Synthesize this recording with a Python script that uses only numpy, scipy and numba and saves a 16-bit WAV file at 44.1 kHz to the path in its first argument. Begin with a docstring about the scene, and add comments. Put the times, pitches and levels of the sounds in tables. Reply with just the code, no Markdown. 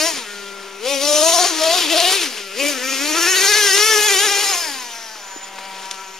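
"""Two-stroke model truck on a sand hill

A small two-stroke model truck blips its throttle at the foot of a sand hill, climbs it and drops to idle.
Each firing is a pop of nearly in-step overtones, with rasp from shell resonances, eddies and gas noise.
The colour shifts as the pipe turns to or from a microphone with two unlike ports; knocks are decaying
rings, thin whistles are narrow noise, the slope returns a late copy and shaped noise is the open air."""
import sys
import numpy as np
from scipy import signal
from scipy.fft import rfft, irfft, next_fast_len
from scipy.io import wavfile
from scipy.ndimage import uniform_filter1d, map_coordinates
from numba import njit

SR = 44100
rng = np.random.default_rng(int(sys.argv[2]) if len(sys.argv) > 2 else 0)


def digitize_waveform(pressure):
    """Quantize a signal to 16-bit integers and store it at the path in sys.argv[1].

    Rows of a 2-D input are taken as channels; values are limited to [-1, 1].
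    """
    field = np.atleast_2d(pressure).T
    bounded = np.clip(field, -1, 1)
    quanta = np.round(bounded * 32767).astype(np.int16)
    wavfile.write(sys.argv[1], SR, quanta)


N = 272979

# Engine speed. Each row: time in seconds, firing rate in Hz.
REVS = [(0, 299), (.08, 343.5), (.14, 289.4), (.26, 206.8), (.47, 198.2), (.79, 195.8), (.9, 281.3),
        (1., 269.3), (1.03, 284.5), (1.22, 307.6), (1.29, 338.6), (1.314, 327.2), (1.34, 357),
        (1.38, 332.7), (1.41, 366.8), (1.45, 347.4), (1.46, 394.3), (1.48, 391.7), (1.52, 321.3),
        (1.6, 312), (1.69, 324), (1.76, 366), (1.83, 340.5), (1.88, 281), (1.91, 332), (1.93, 334.4),
        (1.95, 301), (1.978, 357), (2.005, 325.7), (2.028, 361.9), (2.05, 346), (2.072, 376), (2.12, 374),
        (2.15, 401.4), (2.22, 341.2), (2.28, 258), (2.36, 211.2), (2.5, 190.2), (2.55, 200.4), (2.6, 274.6),
        (2.69, 295.1), (2.79, 247.2), (2.89, 269.7), (2.98, 264.3), (3.09, 310.5), (3.13, 303.5),
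        (3.178, 339), (3.198, 322.3), (3.232, 351.5), (3.254, 344), (3.292, 377.4), (3.316, 378.7),
        (3.338, 361), (3.37, 392), (3.398, 372.3), (3.44, 405.2), (3.472, 392), (3.508, 427.9),
        (3.534, 413), (3.57, 431.8), (3.72, 379.2), (3.89, 443.4), (4.02, 417.8), (4.074, 426.5),
        (4.1, 398), (4.122, 399), (4.17, 368.3), (4.25, 443.6), (4.29, 386.5), (4.314, 413.4), (4.346, 394),
        (4.424, 420), (4.462, 399), (4.5, 409), (4.545, 351), (4.606, 351.8), (4.7, 282.5), (4.782, 257.3),
        (4.88, 236.6), (5.14, 218.4), (5.22, 200.9), (5.33, 193.1), (6.19, 192.2)]
# Waver of the revs. Each row: firing rate in Hz, share of that rate.
WAVER = [(200, .003), (240, .005), (290, .004), (345, .008), (430, .009)]
# Throttle blips. Each row: start of opening in seconds, start of shutting in seconds, rasp gained in dB.
BLIPS = [(0, 0.1, 3), (0.81, 0.945, 6), (0.969, 1.452, 3.5), (1.57, 1.774, 2), (1.892, 2.133, 4.5),
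         (2.543, 2.705, 5), (2.797, 4.547, 4)]
THROTTLE_S = 0.051  # time to open or shut
# Pipe note against the rasp. Each row: pitch in Hz, then level in dB at the foot with throttle open,
# at the foot shut, on the hill open, on the hill shut.
PIPE_NOTE = [(203, -14, -5, -16, -2.5), (290, -7, 2, 4.5, -5.5), (380, -14, -6.5, -10, -18),
             (515, 4.5, 6.5, -5.5, -6.5), (615, 4, -11, -4.5, -3.5), (674, 4, -14, -13, 0),
             (797, -9, -26, -14, -1.5), (927, -12, -3, -6, 6.5), (1196, -10.5, -20.5, -9.5, -16.5),
             (1360, -15.5, -4, -6, -3), (1530, -16.5, -21.5, -12.5, -6), (1696, -25.5, -20, -5.5, -9.5),
             (2030, -17.5, -15, -7.5, -12), (2050, -25.5, -16.5, -12, -12), (2900, -26.5, -23, -14, -20.5),
             (3000, -22, -19, -14.5, -15), (3600, -22, -30, -21.5, -25), (5500, -20, -26, -29, -33)]
# Start and end in seconds of the turn uphill.
TURNS_UPHILL_S = (2.56, 2.926)
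OVERTONES = 14  # tones in the pipe note, fundamental included
# With the throttle shut the overtones thin out until the revs are back at idle.
# Each row: firing rate in Hz, level change in dB.
COASTING = [(200, 0), (240, -3.5), (400, -6)]
WANDER_DB = 42  # slow swell of an overtone, per step above the fundamental (7 at most) and share of waver
# The two lowest tones change on their own as the truck moves over the ground.
# Each row: time in seconds, fundamental change in dB, octave change in dB.
LOWEST = [(0, -1, -6.5), (.2, 0.5, -9), (.85, 4, 5), (1.26, 1, 3.5), (1.31, -11, 0), (1.44, 0, 0.5),
          (1.49, -10.5, 10), (1.59, 0, -1), (1.68, -5, 3), (1.78, -5, -1), (1.86, -5.5, 8), (1.96, 4.5, 6),
          (2.01, -5, 2.5), (2.08, 3.5, -1), (2.15, 0, -5), (2.2, -5.5, 8), (2.25, -5.5, -11.5),
          (2.62, 7, 6), (3.1, 2.5, 8), (3.4, -0.5, 3.5), (3.9, -3.5, 0), (4.25, 1.5, 10),
          (4.52, -15.5, 10.5), (4.62, -14, -5), (4.69, 0.5, -0.5), (5.3, -6.5, -5.5), (5.65, -1, -3),
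          (6.19, 5.5, 18)]
# Pipe resonances that lift or cut the overtones crossing them. Each row: centre in Hz, width as a
# share of the pitch.
PIPE_RINGS = [(1050, 0.22), (1370, 0.11), (1720, 0.13), (2550, 0.24)]
# How far each is aimed at the microphone. Each row: time in seconds, dB of each resonance, low to high.
PIPE_AIM = [(0, -4, -8, 7.5, 13.5), (.1, 10, -11, 13, 13), (.22, 5, 1, 7, 12), (.3, -3, 8, 11, 2),
            (.75, 1, 3.5, -7, 5), (.9, -0.5, -2, 1, 14), (1.05, 3.5, -2.5, 4, 9), (1.3, 4.5, -4, -1, -8),
            (1.47, -2, -2, 1, -21), (1.75, 1.5, -2, -1, 12), (2.13, -3, -7, 6, 16), (2.45, -19, 6, -4, 2),
            (2.55, -8, 5, 6, 9), (2.6, 2, -7, 3, 23.5), (2.7, -7, 0, 8, 17.5), (2.76, -7, 18, 16, 5),
            (2.95, -3, 4, -2, 6), (3.15, 5, 8, 1, 6.5), (3.55, -12, -1, 5.5, 0), (3.9, -4, -0.5, -1, -0.5),
            (4.15, -0.5, -5, 4.5, 5), (4.42, -10, 9, -3, 4.5), (4.55, 5, -11, -11, -7),
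            (4.65, -7, -4, 7.5, 4), (4.75, 5, -7, 6.5, 8), (4.95, -1.5, 0, 7, 6), (5.25, 1, -1, 1, -13),
            (5.5, -6, -5, -6, -4), (5.75, 3, -1, -6, 4), (6.02, 8.5, 10, 4, 5), (6.19, 7, 2, -1, 7)]
# Exhaust rasp with the throttle shut, before the turning. Each row: firing rate in Hz, level in dB.
RASP = [(192, -38.5), (215, -37), (270, -30), (340, -23.5), (440, -22.5)]
# Change as the truck turns. Each row: time in seconds, facing resonance in Hz, level change in dB, note
# change in dB, roar change in dB, left minus right in dB before 4 dB is taken off.
TURN = [(0, 5050, 4.5, 5.5, -8, 4), (.08, 5200, -1.5, 0.5, 0, 4), (.14, 5030, -3, -2.5, 5, 4),
        (.26, 3280, 1, 3.5, 3.5, 3.5), (.7, 3040, -5.5, 4, 5, 4.5), (.95, 2582, -1, 2, -7, 4.5),
        (1.1, 5750, 5, -1.5, -3, 5), (1.3, 5500, 3, 2, 1, 5), (1.5, 5124, -2, 7.5, 7, 4.5),
        (1.65, 4364, 0.5, 6, 3, 4), (1.8, 3600, 1.5, 0.5, 5, 3.5), (1.89, 3300, 2, 1, 4, 4),
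        (2., 3154, -2, 3, 4.5, 3.5), (2.2, 3000, 1, 3.5, 4, 3.5), (2.4, 3208, 4, -1.5, 3.5, 4),
        (2.6, 2593, 1, -1.5, 1, 4), (2.72, 2583, 2, -7.5, 1.5, 4), (2.79, 2594, 2.5, -0.5, 0, 4),
        (2.87, 2602, 2, -5.5, -2, 4), (3., 2580, 1.5, -5.5, 0.5, 3.5), (3.15, 5302, -0.5, -6, 3, 3.5),
        (3.45, 4350, 3, -0.5, 2, 3.5), (3.62, 6000, 1, 1.5, 2.5, 3.5), (3.85, 4610, 3, 2.5, 1, 3.5),
        (4.17, 6810, 1.5, -3, 2, 3), (4.3, 5510, -1.5, 0.5, 3.5, 3.5), (4.45, 4585, -1, -1.5, 3.5, 3.5),
        (4.55, 5060, -0.5, 1.5, 1, 3), (4.68, 5200, 1.5, -1.5, -3, 4), (4.9, 5102, 0, -4.5, -2, 3.5),
        (5.3, 6830, -2, -1.5, 1, 5), (5.5, 6910, -5.5, 5.5, 7, 5), (5.6, 3374, -3, 4.5, 7, 4),
        (5.88, 3400, -0.5, -2.5, 7.5, 4), (6.19, 3600, -2.5, -8.5, -8, 4.5)]
# Hiss and low roar follow the rasp. Each row: rasp in dB, hiss relative to it in dB before a lift of 4 dB,
# roar relative to it in dB before the turning.
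MIX = [(-39, -9.5, -4.5), (-31, -8, -0.5), (-16, -7, -7)]
# At high revs the eddies slip against the crank and plain gas grows.
# Each row: firing rate in Hz, slip in turns, gas share.
SLIP = [(200, .004, 1.1), (300, .009, 1.1), (360, .013, 1.2), (430, .015, 1.2)]
# Body shell and pipe resonances. Each row: centre in Hz, width in Hz, level in dB before aim and flicker.
SHELL = [(2444, 91, -7), (4640, 85, 0.5), (5440, 590, 3), (5750, 130, -7), (6000, 92, 0.5),
         (6110, 110, 5.5), (6680, 120, 10.5)]
SHELL_DRIFT = .02  # share by which the resonances wander
# Bands of the rasp that open and close as the pipe swings. Each row: centre in Hz, width in Hz.
RASP_BANDS = [(2550, 520), (3550, 990), (6100, 1600), (9300, 3100)]
# Their swing. Each row: time in seconds, level of each band in dB, low to high.
RASP_BAND_DB = [(0, 0, -3, 1, 6.5), (.4, -2, 3, 2.5, -3), (.75, -2, 2.5, 2.5, -1), (.92, 0, 4, 2.5, 1),
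                (1.2, 0, 0.5, 1, 6.5), (1.45, -2, 4, 3, 3), (1.75, 4, 3.5, -2, -7), (2.1, 4, 4.5, -5, 2.5),
                (2.3, 0, -6, 0, -2), (2.55, 5, -4, -3, -6), (2.65, -6, -14, 1.5, 1), (2.95, 3, -4, 3, -16),
                (3.15, -22, -4, 0.5, 0), (3.4, -11, 2.5, -0.5, 0.5), (3.75, 2, 1.5, 1.5, 3.5),
                (3.95, 4, -4, -3, 0.5), (4.2, -12, 4.5, 0.5, 2), (4.6, -2, -1.5, -2.5, 1),
                (5., -1, 0.5, -1, -3), (5.6, 0, -10, -2, -7), (6.19, 5, -3, 5, -11)]
# Echo off the slope. One row: mean delay in seconds, drift of the delay in seconds, level in dB.
SLOPE = (.03, .004, -14)
# Chassis knocks on the sand. Each row: start in seconds, level in dB before halving, ring in Hz.
KNOCKS = [(0.134, -21, 147), (0.172, -20.5, 216), (0.398, -29, 91.7), (1.637, -6, 4400), (1.9, -12, 4000),
          (2., -33, 89.8), (2.001, -3, 3940), (4.682, -20, 621), (5.155, -22, 648), (5.362, -21, 290),
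          (5.585, -16.5, 941), (5.588, -24, 4420), (5.765, -22, 1098), (5.856, -24, 4013),
          (5.9112, -11.5, 3670), (5.955, -29, 4015)]
# Ring time of the knocks. Each row: ring in Hz, time in seconds to fall by 60 dB.
KNOCK_T60 = [(150, 0.075), (300, 0.04), (4000, 0.028)]
# Pitches in Hz of the thin whistles as the truck coasts.
WHISTLE_HZ = [5200, 5940, 6944]
# Their levels. Each row: time in seconds, dB of each whistle, low to high.
WHISTLE_DB = [(4.75, -61, -63, -70), (4.88, -43, -40, -70), (5.12, -48, -49, -65), (5.25, -46, -46, -44),
              (5.44, -49, -51, -36), (5.5, -65, -65, -50), (5.6, -70, -70, -54)]
# Colour of the two microphone ports. Each row: pitch in Hz, left in dB, right in dB, right lag in radians.
PORTS = [(60, -26, -8, -5.5), (216, -7.5, -17.5, 1.53), (410, 4.5, -3.5, 0.2), (565, -6, -11, 0),
         (2270, 1.5, -3, 0), (5500, 3.5, -2.5, 0.62), (6300, 1, -1, 1), (7300, -4, 4, 1),
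         (9850, 7, -3.5, 2), (10140, 2, -13, 0.8), (11880, -11, -7.5, 1.5), (16000, 6, 1.5, 2.5)]
# Spectrum of the open air. Each row: pitch in Hz, relative level in dB per Hz.
FIELD = [(15, -14), (30, -7), (60, -23), (120, -16.5), (250, -5.5), (700, 3), (3000, -0.5), (8000, -25)]
FIELD_DB = -41.5  # rms level of the open air
NOTCH_HZ, NOTCH_WIDTH_HZ, TOP_HZ, OFFSET = 7875, 420, 15670, -0.0027  # offset in full-scale units


def engine():
    """Every firing drives the pipe note, rasp, hiss and roar, which reach both ports at unlike levels."""
    rate_hz = curves(REVS)[0]
    opening, open_db = throttle()
    facing_hz, turn_db, note_turn_db, roar_turn_db, pan_db = curves(TURN)
    rasp_db = law(rate_hz, RASP)[0] + open_db + turn_db
    waver = law(rate_hz, WAVER)[0]
    turns = crank(waver)
    note = pipe_note(turns, rate_hz, waver, opening, rasp_db + note_turn_db)
    body = exhaust(turns, rate_hz, facing_hz, rasp_db, roar_turn_db)
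    sides_db = np.array([pan_db - 4, 4 - pan_db]) / 2
    return (note + undb(rasp_db) * body) * undb(sides_db)


def throttle():
    """Opening 0-1 of the throttle, ramped at each blip, and the dB it adds to the rasp."""
    t = np.arange(N) / SR
    opening, gained_db = np.zeros(N), np.zeros(N)
    for on, off, db in BLIPS:
        already_open = THROTTLE_S * (on == 0)
        rise = np.clip((t - on + already_open) / THROTTLE_S, 0, 1)
        fall = np.clip(1 - (t - off) / THROTTLE_S, 0, 1)
        opening += rise * fall
        gained_db += db * rise * fall
    return np.clip(opening, 0, 1), gained_db


def crank(waver):
    """Crank turns so far: the sum of a firing rate that wavers."""
    return np.cumsum(curves(REVS)[0] * (1 + waver * (walk(45) + walk(150)))) / SR


def pipe_note(turns, rate_hz, waver, opening, base_db):
    """Overtones of the firing rate, kept nearly in step so that each firing is one sharp pop."""
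    thinning_db = (1 - opening) * law(rate_hz, COASTING)[0]
    levels_db = []
    for k in range(OVERTONES):
        wander_db = WANDER_DB * waver * min(k, 7) * walk(8)
        db = base_db + wander_db + overtone_db((k + 1) * rate_hz, opening)
        levels_db.append(db + (k > 0) * thinning_db)
    levels_db[:2] = np.add(levels_db[:2], curves(LOWEST))
    # every overtone flutters on its own as firings come uneven, most when the revs waver
    flutter_db = 1.3 + 110 * waver
    spread = .1  # radians per order squared
    note = np.zeros(N)
    for k, db in enumerate(levels_db):
        gain = np.sqrt(2) * undb(db + flutter_db * walk(45))
        jitter = (.35 + .04 * k) * walk(60)
        note -= gain * np.cos(2 * np.pi * (k + 1) * turns + spread * k * k + jitter)
    return note


def overtone_db(hz, opening):
    """Level of an overtone against the rasp, by throttle and by the side of the pipe that shows."""
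    foot_open, foot_shut, hill_open, hill_shut = law(hz, PIPE_NOTE)
    uphill = np.interp(np.arange(N) / SR, TURNS_UPHILL_S, [0, 1])
    foot = foot_shut + opening * (foot_open - foot_shut)
    hill = hill_shut + opening * (hill_open - hill_shut)
    rings_db = 0
    for db, (centre, width) in zip(curves(PIPE_AIM), PIPE_RINGS):
        rings_db = rings_db + db * np.exp(-(np.log(hz / centre) / width) ** 2)
    return foot + uphill * (hill - foot) + rings_db


def exhaust(turns, rate_hz, facing_hz, rasp_db, roar_turn_db):
    """Eddies and gas noise make rasp through the shell, high hiss and low roar, relative to the rasp level."""
    slip, gas_share = law(rate_hz, SLIP)
    hiss_db, roar_db = law(rasp_db, MIX)
    eddies = steady(pattern(turns + slip * walk(90), first=8, last=42, puff_len=.55), .025)
    gas = gas_puffs(turns)
    # gas[0] reaches both ports, gas[1:] one port each
    drive = eddies + gas_share * (gas[0] + .68 * gas[1:])
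    rasp = band(band(drive, 1640, 10400), 1460, 14900) + 0.93 * shell(drive, facing_hz)
    spray = .7 * eddies + gas[0] + .8 * gas[1:]
    hiss = band(spray, 10430, 12320) * undb(1.0 * walk(25.07))
    roar = band(band(gas[0] + 0.27 * gas[1:], 270, 5300), 124, 15700) * undb(2.0 * walk(25.04))
    low = undb(roar_db + roar_turn_db) * steady(roar, 0.18)
    high = undb(hiss_db + 4) * steady(hiss, 0.15)
    return aimed(steady(rasp)) + low + high


def pattern(turns, first, last, puff_len, knee=18, renew=52, size=512):
    """Eddies that repeat turn after turn and are replaced renew times a second: broken overtones."""
    fade = np.exp(-np.arange(size) / size / puff_len)
    shapes = rng.standard_normal((N * renew // SR + 2, size)) * fade
    orders = rfft(shapes)
    orders[:, :first] = orders[:, last:] = 0
    orders /= 1 + (np.arange(size // 2 + 1) / knee) ** 2  # high orders are weaker
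    cycles = irfft(orders)
    cycles = np.hstack([cycles, cycles[:, :1]])  # wraps round to the next turn
    row = np.clip(np.arange(N) / SR * renew + walk(9) / 2, 0, len(cycles) - 1)
    return map_coordinates(cycles, [row, turns % 1 * size], order=1)


def gas_puffs(turns):
    """Fresh gas leaves in a fading puff each turn: one noise shared by the ports and one for each."""
    gas = rng.standard_normal((3, N)) * undb(0.49 * walk(36))
    gas = gas * (1 + undb(2 * walk(200)) * np.exp(-(turns % 1) / .4))
    return gas / gas.std()


def shell(drive, facing_hz, reach=0.43):
    """Wandering resonances; those near the facing pitch are aimed at the microphone, and each one flickers."""
    out = np.array([undb(-2.5) * ring(port, facing_hz, 420.0) for port in drive])
    for hz, width_hz, db in SHELL:
        facing = 0.36 + np.exp(-(np.log(facing_hz / hz) / reach) ** 2)
        gain = undb(db + 4.7 * walk(9)) * facing
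        centre_hz = hz * (1 + SHELL_DRIFT * walk(5))
        out = out + gain * np.array([ring(port, centre_hz, 1. * width_hz) for port in drive])
    return out


def aimed(x):
    """Each band of the rasp lifted or cut along its curve as the pipe swings."""
    for db, (hz, width_hz) in zip(curves(RASP_BAND_DB), RASP_BANDS):
        centre_hz = np.full(N, 1. * hz)
        x = x + (undb(db) - 1) * np.array([ring(port, centre_hz, 1. * width_hz) for port in x])
    return x


def slope(x):
    """A late copy off the hillside, some 10 m longer in path, whose drifting delay blurs the overtones."""
    delay_s, drift_s, db = SLOPE
    read = np.arange(N) - SR * (delay_s + drift_s * walk(2))
    # each port's path also drifts by a few samples of its own
    return x + undb(db) * np.array([map_coordinates(port, [read - 8 * walk(4)], order=1) for port in x])


def knocks():
    """Short decaying rings with a gritty tail as the chassis meets the ground, alike at both ports."""
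    out = np.zeros(N)
    t = np.arange(4000) / SR
    for start_s, db, hz in KNOCKS:
        t60 = law(hz, KNOCK_T60)[0]
        grit = band(rng.standard_normal(len(t)), hz / 2, hz * 2)
        tone = np.sin(2 * np.pi * hz * t) * min(300 / hz, 1)
        hit = (tone + grit / grit.std()) * np.exp(-np.log(1000) * t / t60)
        start = int(start_s * SR)
        out[start:start + len(t)] += undb(db) * hit / 2
    return out


def whistle():
    """Narrow bands of noise, which flutter by themselves, as the truck coasts."""
    tones = [band(rng.standard_normal(N), hz * .993, hz * 1.007) for hz in WHISTLE_HZ]
    return sum(undb(db) * tone / tone.std() for db, tone in zip(curves(WHISTLE_DB), tones))


def field():
    """Faint open-air rumble: shaped noise, partly shared by the ports, swelling gently."""
    noise = rng.standard_normal((3, N))
    hz, db = np.transpose(FIELD)
    air = np.array([colour(noise[0] + 0.3 * own, hz, db) for own in noise[1:]])
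    air = air * undb(2. * walk(5.78))
    return air * undb(FIELD_DB) / air.std()


def undb(db):
    """Gain of a level in dB."""
    return 10 ** (np.asarray(db) / 20)


def law(x, table):
    """Columns of a table read at x."""
    key, *columns = np.transpose(table)
    return [np.interp(x, key, c) for c in columns]


def curves(table):
    """Columns of a table by time, one value a sample."""
    return law(np.arange(N) / SR, table)


def walk(rate):
    """Random levels held 1 / rate s and slewed twice; spread near 1."""
    k = int(SR / rate)
    held = np.repeat(rng.standard_normal(N // k + 1), k)
    return 1.3 * uniform_filter1d(uniform_filter1d(held, k), k)[:N]


def steady(x, span_s=0.11):
    """Short-term rms level held at 1."""
    return x / np.sqrt(uniform_filter1d(x ** 2, int(span_s * SR)) + 1e-12)


def band(x, lo_hz, hi_hz):
    """Fixed band-pass."""
    return signal.sosfilt(signal.butter(2, [lo_hz, hi_hz], "band", fs=SR, output="sos"), x)


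@njit
def ring(x, hz, width_hz):
    """Resonant band-pass whose centre may move, gain 1 at the centre."""
    y, b, l = np.empty(len(x)), 0., 0.  # b and l: band and low states
    for i in range(len(x)):
        g, k = np.tan(np.pi * hz[i] / SR), width_hz / hz[i]
        v = (b + g * (x[i] - l)) / (1 + g * (g + k))
        b, l, y[i] = 2 * v - b, l + 2 * g * v, k * v
    return y


def colour(x, hz, db, lag=0):
    """Spectrum shaped by points of level in dB and lag in radians, joined along log frequency."""
    size = next_fast_len(N)
    f = np.log(np.arange(size // 2 + 1) * SR / size + 1)
    turn = np.exp(-1j * np.interp(f, np.log(hz), lag + np.zeros(len(hz))))
    gain = undb(np.interp(f, np.log(hz), db))
    return irfft(rfft(x, size) * gain * turn, size)[:N]


def scene():
    """The truck, its echo, knocks and whistles through each port's own colour, over the open air."""
    left, right = slope(engine()) + knocks() + whistle()
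    hz, left_db, right_db, lag = np.transpose(PORTS)
    return np.array([colour(left, hz, left_db), colour(right, hz, right_db, lag)]) + field()


def record(dry):
    """A narrow notch near 8 kHz applied twice, clipped peaks, a steep top cut and a small offset."""
    b, a = signal.iirnotch(NOTCH_HZ, NOTCH_HZ / NOTCH_WIDTH_HZ, SR)
    notched = signal.lfilter(b, a, signal.lfilter(b, a, dry))
    clipped = np.clip(notched, -1.1, 1.1)
    top_cut = signal.ellip(14, .3, 80, TOP_HZ, fs=SR, output="sos")
    return signal.sosfilt(top_cut, clipped) + OFFSET


dry = scene()
out = record(dry)
digitize_waveform(out)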